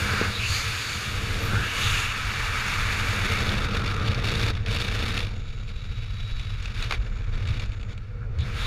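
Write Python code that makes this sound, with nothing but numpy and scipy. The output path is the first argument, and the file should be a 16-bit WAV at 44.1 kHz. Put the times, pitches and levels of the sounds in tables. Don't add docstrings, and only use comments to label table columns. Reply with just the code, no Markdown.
import sys
import numpy as np
from scipy import signal
from scipy.fft import rfft, irfft, next_fast_len
from scipy.io import wavfile
from scipy.ndimage import uniform_filter1d, minimum_filter1d, map_coordinates

SR = 44100
rng = np.random.default_rng(int(sys.argv[2]) if len(sys.argv) > 2 else 0)


def store_wav(level_fs):
    pcm = np.round(np.clip(np.atleast_2d(level_fs), -1, 1) * 32767)
    wavfile.write(sys.argv[1], SR, pcm.T.astype(np.int16))


N = 381906

# time in seconds, relative level in dB.
WAKE_LEVEL = [(0, -33.5), (.24, -34.5), (.55, -46), (1.0, -42), (1.53, -33), (1.72, -40.5), (2.15, -42.5),
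              (2.85, -40), (3.45, -31), (4.45, -35), (5.2, -36), (5.5, -52), (6.65, -52), (7.0, -46),
              (7.9, -49), (8.07, -54), (8.66, -40.5)]
# time in seconds, base level in dB.
RUMBLE_LEVEL = [(0, -37), (1.03, -43), (1.2, -32), (2.7, -32.5), (5.0, -31), (5.6, -32.5), (7.6, -28.5),
                (8.05, -38), (8.66, -29)]
# middle and length in seconds, boom and rumble lift in dB.
ROLLERS = [(0.4, 0.028, 6, 12), (0.517, 0.039, 10, 1), (0.655, 0.048, 5, -4), (1.584, 0.073, 6.5, -1),
           (1.89, 0.092, 5, 2.5), (2.822, 0.06, 3, 4.5), (3.07, 0.11, 2, -2), (3.62, 0.044, -7, 8),
           (4.087, .14, 5, -1), (4.552, 0.27, 4, 0), (5.95, 0.13, 4.5, 0), (6.2, 0.21, 4.5, -2),
           (6.334, 0.079, -1.5, 6), (6.522, 0.15, 5.5, -1.5), (6.997, 0.13, -1.5, 3.5),
           (7.34, 0.13, 4, 2.5), (7.488, 0.089, 9.5, -4), (8.408, 0.083, 10, -14)]
# middle and length in seconds, change in dB.
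LETUPS = [(0.355, .04, -9), (0.855, 0.13, -8), (1.03, 0.066, -9), (1.73, 0.12, -8), (2.142, 0.15, -5),
          (2.333, 0.05, -6), (2.652, 0.2, -3.5), (3.695, .06, -2), (5.783, .07, -1.5), (6.61, 0.059, -1),
          (8.27, 0.14, 3)]
# time in seconds, relative rush and hiss levels in dB.
STREAM_LEVELS = [(0, -31.5, -32.5), (.24, -27.5, -35), (.35, -37.5, -36), (.6, -34, -33), (1.25, -36, -36),
                 (1.62, -33.5, -35.5), (2.25, -32, -36.5), (2.65, -29, -34.5), (3.4, -31, -35.5),
                 (3.85, -36, -41.5), (4.2, -38, -44), (4.72, -37, -38.5), (5.17, -36.5, -38),
                 (5.38, -56, -55.5), (6.5, -48.5, -49), (7.3, -49.5, -59.5), (8.3, -59, -64.5),
                 (8.6, -37, -38.5)]
# start, length and fade time in seconds, change in dB.
GUSTS = [(.47, .09, 0.042, 2.5), (1.703, 0.3, 0.097, 4.5), (3.22, 0.095, .07, 1.5),
         (3.649, 0.055, 0.028, -4), (4.207, .27, .04, 5), (4.504, 0.16, .022, -8.5),
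         (4.573, 0.077, 0.026, -8), (6.615, 0.087, .03, 3.5), (6.726, 0.11, 0.078, 13.5),
         (6.868, 0.084, .03, 8.5), (7.312, 0.14, .03, 7.5), (7.447, 0.2, 0.037, 11.5),
         (7.676, 0.07, .02, 6), (7.807, 0.022, .01, 2), (7.874, 0.056, 0.014, 6), (8.377, 0.097, .04, 4.5)]
# time in seconds, raggedness from 0 to 1.
RAGGEDNESS = [(0, 0), (3.1, 0.3), (3.9, 1), (5.4, 0.79), (6.6, 0.64), (7.8, 1), (8.2, 0)]
# middle and length in seconds, pitch and glide in Hz, level in dB.
WHOOSHES = [(0.13, 0.25, 1510, 151, -33), (0.115, 0.6, 4560, 0, -41.5), (0.368, 0.073, 3760, -110, -34.5),
            (0.44, 0.075, 2630, 98, -29), (0.537, 0.17, 4430, 222, -33.5), (0.544, 0.19, 6520, -480, -38.5),
            (0.657, 0.33, 2385, 65.5, -39), (0.801, 0.52, 4420, 2, -40.5), (.9, 0.32, 6660, -150, -45),
            (1.45, .07, 12750, 300, -50), (1.587, 0.16, 1540, 261.5, -31.5), (1.676, 0.099, 2830, 151, -36),
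            (1.864, 0.1, 3660, -93, -31.5), (1.951, 0.38, 2716, -180, -32.5), (1.903, 0.34, 6580, 721, -43),
            (3.0, 0.71, 2258, -220, -41.5), (3.3, .2, 2275, -100, -36), (3.855, 0.65, 1320, -150, -38),
            (8.23, 0.041, 1480, 104, -49), (8.419, .04, 3680, -2, -42), (8.638, .1, 3610, -1, -37)]

# start in seconds, relative level in dB.
KNOCKS = [(.134, -26), (.211, -21.5), (1.53, -28), (1.575, -28)]
SLAPS = [(0.1346, -13), (0.2107, -12), (3.491, -5), (4.116, -8), (4.1455, -7), (4.4134, -8), (4.4875, -16),
         (4.5514, -14), (4.661, -8), (4.77, -8), (4.801, -9), (5.1766, -4.5), (5.204, -5.5)]
SNAPS = [(5.49, -39), (5.69, -36), (5.7638, -37), (6.3958, -28.5), (6.6253, -25.5), (6.6563, -23),
         (6.8244, -19), (7.353, -33), (7.4744, -26.5), (7.486, -31), (7.5244, -40), (7.596, -22),
         (7.6594, -32), (7.7189, -35), (7.811, -36), (7.829, -35), (7.9294, -37), (7.9774, -35),
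         (8.3873, -29), (8.406, -30)]
SLIDER_CRACKS = [(6.9088, -18), (6.922, -19), (6.928, -32), (6.937, -32), (6.943, -31)]

# time in seconds, level in dB.
LINE_LEVEL = [(5.3, -100), (5.42, -66), (5.78, -55.5), (6.12, -54), (6.31, -47), (6.39, -53), (6.54, -53),
              (6.7, -110)]
# pitch and width in Hz, relative level and change in the lull in dB.
HOLLOW_NOTES = [(199.4, 38, -54, -2), (464, 104, -64, 9), (1364, 210, -59, 0), (2290, 240, -57.5, -10),
                (6820, 630, -61, -27)]
# time in seconds, gain.
HOLLOW_FLOW = [(5, 0.58), (5.4, 1), (6.7, 0.8), (7.1, 0.92), (7.6, 0.97), (8.05, 0.66), (8.66, 1.9)]
# time in seconds, depth from 0 to 1.
LULL = [(7.92, 0.23), (8, 1), (8.37, 1), (8.45, 0.45)]

# frequency in Hz, relative spectral level in dB.
RUMBLE_TONE = [(8, -15), (20, 2), (35, 3.5), (55, -1), (75, -18), (110, -43), (250, -83), (600, -100)]
BOOM_TONE = [(40, -22.5), (70, -5), (90, -1.5), (108, 1), (125, -8.5), (150, -18), (200, -31), (400, -63.5),
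             (900, -100)]
CHURN_TONE = [(90, -14), (160, -0.5), (260, -4.5), (350, -7), (550, -9), (750, -13), (1100, -19),
              (2000, -22), (6000, -93)]
RUSH_TONE = [(150, -29.5), (500, -21.5), (950, -6.5), (1250, -1), (1650, 2.5), (2000, -1.5), (2700, -4.5),
             (3500, -24.5), (6000, -18), (15000, -50.5)]
HISS_TONE = [(200, -12), (600, -8), (1500, -7.5), (2700, 5.5), (3750, 1), (4400, -4), (5300, -4.5),
             (7000, -19.5), (9000, -20.5), (15000, -36.5)]
SPRAY_TONE = [(3000, -36), (6500, 6), (9000, 1), (11000, -3), (13000, -5), (15500, -14.5)]
SNAP_TONE = [(200, -30), (700, 0), (1600, -7), (2600, 12), (4000, 3), (5500, -8), (7500, -5), (15000, -45)]
SLIDER_TONE = [(100, -16), (300, -8), (800, -1), (1300, 0.5), (1800, 5.5), (2500, 4.5), (4000, -7.5),
               (7000, -17.5), (15000, -36)]
FLOOR_TONE = [(500, 0), (8000, -3), (11000, -9), (15000, -14)]
# centre and width in Hz, lift in dB.
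CAVITIES = [(201.5, 22, 8), (459, 45, 8.5), (1274, 290, 4.5), (2300, 200, 5), (3134, 136, -6.5),
            (3634, 490, 3.5), (4457, 200, 8), (6750, 410, 4), (8220, 1450, -4), (9400, 740, 2)]


def buffeting(eddies, gust_db, boom_base_db=-33, wake_ref_db=-43.5):
    wake_db, = curves(WAKE_LEVEL)
    rumble_db, = curves(RUMBLE_LEVEL)
    letup_db = sum(db * swell(s, length) for s, length, db in LETUPS)
    churn_db = wake_db + 0.46 * gust_db
    boom_db = boom_base_db + 0.38 * (churn_db - wake_ref_db) + letup_db
    rumble_db += letup_db
    for s, length, boom_lift_db, rumble_lift_db in ROLLERS:
        hump = swell(s, length)
        boom_db += boom_lift_db * hump
        rumble_db += rumble_lift_db * hump
    rumble = amp(rumble_db) * turbulence(RUMBLE_TONE, 0, span_s=0.172)
    boom = amp(boom_db) * turbulence(BOOM_TONE, 0, span_s=0.11)
    churn = amp(churn_db - 1.8) * turbulence(CHURN_TONE, 2.8 * eddies, span_s=0.36)
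    return rumble + boom + churn


def airstream(eddies, ragged, gust_db, port_hz=3680, hiss_ref_db=-36):
    rush_db, hiss_db = curves(STREAM_LEVELS)
    rush_db += 0.62 * gust_db
    hiss_db += gust_db + 0.94 * ragged * wobble(28)
    spray_db = -47.5 + 1.6 * (hiss_db - hiss_ref_db)
    smooth_db = -4 * (1 - ragged)
    rush = amp(rush_db - 0.56) * turbulence(RUSH_TONE, 2.4 * eddies, span_s=0.13)
    hiss = amp(hiss_db + 3.5 + smooth_db) * turbulence(HISS_TONE, 4.8 * eddies, span_s=0.19)
    spits = housing(pops(per_second=980, scatter_db=0.5) * amp(2.9 * eddies), HISS_TONE)
    crackle = amp(hiss_db - 2) * ragged * steady(spits, span_s=0.2)
    spray = amp(spray_db) * turbulence(SPRAY_TONE, 3.8 * eddies, span_s=0.1)
    port_note = narrow_noise(np.full(N, port_hz), width_hz=400)
    ring = amp(hiss_db - 3.5 + 2.8 * eddies) * ragged * port_note
    return rush + hiss + crackle + spray + ring


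def edge_whooshes(relative_width=0.16):
    out = np.zeros(N)
    for s, length, hz, glide_hz, db in WHOOSHES:
        at = samples_around(s, length)
        turn = (at / SR - s) / length
        pitch_hz = hz + glide_hz * np.clip(turn, -0.5, 0.5)
        envelope = amp(db) * np.cos(np.pi * turn / 2) ** 2
        out[at] += envelope * narrow_noise(pitch_hz, relative_width * hz)
    return out


def air_hits():
    knocks = puffs(KNOCKS, CHURN_TONE, rise_s=0.0021, t60=0.032, tail_db=-25, tail_t60=0.05)
    slaps = puffs(SLAPS, HISS_TONE, rise_s=0.0007, t60=0.014, tail_db=-26, tail_t60=0.045)
    return knocks + amp(-19) * slaps


def slider_cracks():
    return puffs(SLIDER_CRACKS, SLIDER_TONE, rise_s=0.0007, t60=0.017, tail_db=-22, tail_t60=0.09)


def canopy_snaps():
    return amp(-6.5) * puffs(SNAPS, SNAP_TONE, rise_s=0.00019, t60=0.023, tail_db=-20.5, tail_t60=0.06)


def singing_line(centre_hz=3865, drift_hz=14):
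    level_db, = curves(LINE_LEVEL)
    pitch_hz = centre_hz + drift_hz * wobble(25)
    phase = 2 * np.pi * np.cumsum(pitch_hz) / SR
    spurts = amp(-1.5 * wobble(60) + wobble(23))
    tone = spurts * (np.sin(phase) + amp(-32) * np.sin(3 * phase))
    breath = 0.27 * narrow_noise(pitch_hz, width_hz=69)
    return amp(level_db) * unit(tone + breath)


def hollow_notes(eddies):
    flow, = curves(HOLLOW_FLOW)
    lull, = curves(LULL)
    notes = sum(amp(db + lull_db * lull) * narrow_noise(np.full(N, hz), width_hz)
                for hz, width_hz, db, lull_db in HOLLOW_NOTES)
    return flow * amp(2.4 * eddies + 1.4 * wobble(14)) * notes


def microphone_hiss(level_db=-77):
    return amp(level_db) * housing(rng.standard_normal(N), FLOOR_TONE)


def eddy_train(ragged):
    swirl = 0.34 * ragged * wobble(60) + 0.75 * wobble(140) + 0.7 * wobble(480)
    return ragged * 2 * np.tanh(swirl / 2)


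def gusts():
    t = np.arange(N) / SR
    return sum(db * np.clip(np.minimum(t - s, s + length + fade - t) / fade, 0, 1)
               for s, length, fade, db in GUSTS)


def turbulence(spectrum, flutter_db, span_s):
    return steady(housing(rng.standard_normal(N) * amp(flutter_db), spectrum), span_s)


def puffs(rows, spectrum, rise_s, t60, tail_db, tail_t60):
    t = np.arange(SR // 4) / SR
    attack = 1 - np.exp(-t / rise_s)
    shape = attack * (amp(-60 * t / t60) + amp(tail_db - 60 * t / tail_t60))
    strength = np.zeros(N + SR)
    for s, db in rows:
        strength[round(s * SR):][:len(t)] += amp(db) * shape / shape.max()
    return housing(strength[:N] * rng.standard_normal(N), spectrum)


def housing(x, spectrum, size=16384):
    hz = np.fft.rfftfreq(size, 1 / SR)
    knot_hz, knot_db = np.transpose(spectrum)
    db = np.interp(np.log(hz + 1), np.log(knot_hz), knot_db)
    db += sum(lift / (1 + (2 * (hz - centre) / width) ** 2) for centre, width, lift in CAVITIES)
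    cepstrum = irfft(np.log(unit(amp(db))))
    cepstrum[1:size // 2] *= 2
    cepstrum[size // 2 + 1:] = 0
    impulse = irfft(np.exp(rfft(cepstrum)))
    return signal.oaconvolve(x, impulse)[:N]


def narrow_noise(pitch_hz, width_hz):
    lowpass = signal.butter(2, width_hz / 2, fs=SR, output="sos")
    a, b = signal.sosfilt(lowpass, rng.standard_normal((2, len(pitch_hz))))
    phase = 2 * np.pi * np.cumsum(pitch_hz) / SR
    return unit(a * np.cos(phase) + b * np.sin(phase))


def pops(per_second, scatter_db):
    fires = rng.random(N) < per_second / SR
    return unit(fires * rng.choice([-1, 1], N) * amp(scatter_db * rng.uniform(-0.84, 1, N)))


def wobble(rate):
    knots = rng.standard_normal(int(N * rate / SR) + 4)
    return unit(map_coordinates(knots, [np.arange(N) * rate / SR]))


def swell(middle, length):
    out = np.zeros(N)
    at = samples_around(middle, length)
    out[at] = np.cos(np.pi * (at / SR - middle) / length / 2) ** 2
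    return out


def samples_around(middle, reach):
    return np.arange(max(0, int((middle - reach) * SR)), min(N, int((middle + reach) * SR)))


def curves(rows):
    times, *columns = np.transpose(rows)
    return [np.interp(np.arange(N) / SR, times, column) for column in columns]


def steady(x, span_s):
    power = np.abs(uniform_filter1d(x ** 2, int(span_s * SR)))
    return x / np.sqrt(power + 1e-12)


def unit(x):
    return x / np.sqrt(np.mean(x ** 2) + 1e-20)


def amp(db):
    return 10 ** (np.asarray(db) / 20)


def scene():
    ragged, = curves(RAGGEDNESS)
    gust_db = gusts()
    eddies = eddy_train(ragged)
    roar = buffeting(eddies, gust_db) + airstream(eddies, ragged, gust_db)
    wind = roar + edge_whooshes() + hollow_notes(eddies) + air_hits()
    parachute = canopy_snaps() + slider_cracks() + singing_line()
    return (wind + parachute + microphone_hiss())[None]


def record(dry, ceiling=0.3, hold_s=0.011, top_hz=15450):
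    window = int(hold_s * SR) + 1
    needed_gain = np.minimum(1, ceiling / (np.abs(dry) + 1e-9))
    limited = dry * uniform_filter1d(minimum_filter1d(needed_gain, window), window)
    size = next_fast_len(N + SR // 2)
    passband = np.fft.rfftfreq(size, 1 / SR) < top_hz
    return irfft(rfft(limited, size) * passband, size)[:, :N]


dry = scene()
out = record(dry)
store_wav(out)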